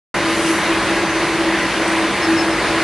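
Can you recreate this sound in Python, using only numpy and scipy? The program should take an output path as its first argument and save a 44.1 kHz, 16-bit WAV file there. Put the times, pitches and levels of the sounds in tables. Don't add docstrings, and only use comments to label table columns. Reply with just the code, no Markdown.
import sys
import numpy as np
from scipy import signal
from scipy.fft import rfft, irfft, next_fast_len
from scipy.io import wavfile
from scipy.ndimage import uniform_filter1d, map_coordinates

SR = 44100
rng = np.random.default_rng(int(sys.argv[2]) if len(sys.argv) > 2 else 0)


def ratio(d):
    e = np.asarray(d, float) / 20
    return 10 ** e


def wav_out(sig):
    wavfile.write(sys.argv[1], SR, np.round(np.clip(np.atleast_2d(sig).T, -1, 1) * 32767).astype(np.int16))


N = 124803


def unit(x):
    return x / np.sqrt(np.mean(np.abs(x) ** 2) + 1e-20)


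def along(points, hz):
    f, value = np.transpose(points)
    return np.interp(np.log(hz + 1), np.log(f + 1), value)


def curves(rows):
    seconds, *columns = np.transpose(rows)
    t = np.arange(N) / SR
    return [np.interp(t, seconds, column) for column in columns]


def wobble(rate):
    knots = rng.standard_normal(400)
    return map_coordinates(knots, [np.arange(N) * rate / SR])


def filtered(x, response):
    m = next_fast_len(N + 8192)
    spectrum = rfft(x, m) * response(np.fft.rfftfreq(m, 1 / SR))
    return irfft(spectrum, m)[..., :N]


def rush(response, patchy_db):
    spectra = signal.stft(rng.standard_normal((2, N)), nperseg=512)[2]
    patches = rng.standard_normal(spectra.shape[1:])
    patches = uniform_filter1d(patches, size=6, axis=0)
    patches = uniform_filter1d(patches, size=12, axis=1)
    noise = signal.istft(spectra * ratio(patchy_db * unit(patches)), nperseg=512)[1][:, :N]
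    return unit(filtered(noise, response))


def bell(hz, width_hz):
    return lambda f: 1j * f * width_hz / (hz * hz - f * f + 1j * f * width_hz)


def tone(hz, wander_hz, sway_db):
    pitch = hz + wander_hz * wobble(4 + 2 * wander_hz)
    phase = 2 * np.pi * (np.cumsum(pitch) / SR + rng.random())
    return np.sqrt(2) * ratio(sway_db * wobble(7.06)) * np.sin(phase)


def roar():
    # frequency in Hz, relative density in dB per Hz.
    colour = [(15, -45), (28, -25), (50, -17.5), (90, -18.5), (160, -12.5), (240, -15.5), (400, -12),
              (600, -12), (800, -12), (1300, -12), (2000, -11), (2700, -16), (3300, -20), (4500, -22.5),
              (5600, -28.5), (6500, -29.5), (7400, -33.5), (8500, -32.5), (10600, -33), (11300, -37.5),
              (11700, -54.5), (12500, -68)]
    # frequency in Hz, width in Hz, rms in dB before the level curve.
    frame = [(326, 64, -28), (985, 110, -34), (588, 34, -37)]
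    # time in seconds, gain in dB.
    swell = [(0, -1.5), (.5, .5), (1, 0), (1.5, -.5), (2, 0), (2.4, -0.5), (2.83, 0.5)]
    broad = ratio(-19.5) * rush(lambda f: ratio(along(colour, f)), patchy_db=1)
    ring = sum(ratio(db) * rush(bell(hz, width), patchy_db=0) for hz, width, db in frame)
    gain_db, = curves(swell)
    flutter_db = 0.39 * wobble(8.99)
    return ratio(gain_db + flutter_db) * (broad + ring)


def gears():
    # time in seconds, pitch in Hz, level in dB.
    mesh_path = [(.15, 327.5, -29.5), (.3, 327.5, -20), (.42, 327, -28), (.5, 327.3, -18),
                 (.63, 327, -36.5), (.7, 326.8, -20), (.75, 327, -26), (.82, 327.4, -24), (1.2, 327.3, -25),
                 (1.26, 327.3, -29.5), (1.33, 327.8, -23), (1.5, 327.8, -16.5), (1.6, 327.8, -32),
                 (1.85, 327.3, -24), (2.05, 326.7, -22), (2.19, 326.8, -35), (2.32, 327.7, -16.5),
                 (2.4, 327.3, -24), (2.48, 327, -23), (2.6, 326.5, -32), (2.83, 327, -19.5)]
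    # offset from the mesh in Hz, dB against its mean level in dB, pitch wander in Hz.
    sidebands = [(-4.5, -12, 0.79), (6, -19.5, 0.81), (17, -6.5, 2.51)]
    # pitch in Hz, level in dB, pitch wander in Hz.
    steady_tones = [(53.3, -47.5, 4.03), (100, -52, 2), (199.5, -36.5, 1.516), (552, -44.5, 2.05),
                    (581, -40, 2.06), (656, -48, 2.03), (723, -46, 3.07), (825, -39, 4), (1009, -37.5, 2.5),
                    (1038, -40.5, 1.96), (1100, -49.5, 1.6), (1245, -40.5, 8), (1643, -40, 7.1),
                    (6180, -54, 8), (8096, -53, 1.9)]
    hz, db = curves(mesh_path)
    mesh = ratio(db) * tone(hz, wander_hz=0.43, sway_db=1.4)
    beside = sum(ratio(db.mean() + under) * tone(hz + offset, wander, sway_db=1.0)
                 for offset, under, wander in sidebands)
    steady = sum(ratio(level) * tone(pitch, wander, sway_db=3.5) for pitch, level, wander in steady_tones)
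    return mesh + beside + steady


def puff():
    # time in seconds, rms in dB.
    path = [(0.16, -46), (0.244, -50), (0.264, -41), (0.488, -30), (0.802, -50.5), (0.896, -51), (0.9, -48)]
    # frequency in Hz, relative density in dB per Hz.
    colour = [(3000, -30), (4500, -1), (6000, 6), (8000, 5), (11000, 6.5), (13000, -30)]
    last_s = path[-1][0]
    db, = curves(list(path) + [(last_s + .15, -70)])
    return ratio(db) * rush(lambda f: ratio(along(colour, f)), patchy_db=3.0)


def squeals():
    # start in seconds, length in seconds, pitch in Hz, level in dB.
    events = [(0.179, 0.61, 5825, -46), (0.851, .35, 5825, -48), (1.57, .36, 5840, -41),
              (2.21, 0.066, 5310, -34), (2.36, .07, 5280, -34), (2.497, .06, 5297, -37),
              (2.65, .09, 5295, -44)]
    edge_s = .02
    t = np.arange(N) / SR
    total = np.zeros(N)
    for start, length, hz, db in events:
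        to_nearer_end = np.minimum(t - start, start + length - t)
        gate = np.clip(to_nearer_end / edge_s, 0, 1)
        total += ratio(db) * gate * tone(hz, wander_hz=8, sway_db=2.0)
    return total


def hall(x):
    t60_s = .4
    t = np.arange(SR) / SR
    tail = rng.standard_normal((2, SR)) * ratio(-60 * t / t60_s)
    return signal.fftconvolve(x[None], tail / np.linalg.norm(tail[0]), axes=1)[:, :N]


def rattles():
    # start in seconds, level at the start in dB.
    knocks = [(1.27, -43), (1.878, -32), (1.92, -37), (1.98, -34), (2.022, -40)]
    t60_s = .08
    t = np.arange(N) / SR
    fade = sum(ratio(db - 60 * np.abs(t - start) / t60_s) * (t >= start) for start, db in knocks)
    ring = bell(hz=8600, width_hz=680)
    return fade * rush(lambda f: ring(f) ** 2, patchy_db=0)


def ports(pair):
    # frequency in Hz, gain in dB.
    apart = [(30, -9), (60, -8), (110, -13), (190, -20.5), (350, -31.5), (620, -44), (1100, -41.5),
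             (2000, -24.5), (3500, -12), (5000, -6), (6400, -4), (7500, -3), (8300, -13), (9000, -8.5),
             (11500, -14)]
    # frequency in Hz, difference in dB.
    tilt = [(30, -2), (60, -1), (150, 0), (3000, 0), (5000, 1), (12000, 1)]
    # frequency in Hz, lead in radians.
    lead = [(0, 0), (3000, 0), (4900, -.3), (5800, -.7), (6300, -.4), (7600, -.6), (8050, 0), (12000, 0)]
    shared = pair[0]
    side = filtered(pair[1], lambda f: ratio(along(apart, f)))

    def skew(f):
        half = ratio(along(tilt, f) / 2) * np.exp(.5j * along(lead, f))
        return np.array([half, 1 / half])

    return filtered(np.array([shared + side, shared - side]), skew)


def scene():
    machine = roar() + gears() + puff()
    squeal = squeals()
    echo = ratio(-9) * hall(squeal)
    return ports(machine + squeal + echo + rattles())


def roll_off(x):
    return signal.sosfilt(signal.butter(12, 12090, fs=SR, output="sos"), x)


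def record(dry):
    start_s, rise_s = 0.141, 0.0024
    opening = np.clip((np.arange(N) / SR - start_s) / rise_s, 0, 1)
    return roll_off(dry * opening)


dry = scene()
out = record(dry)
wav_out(out)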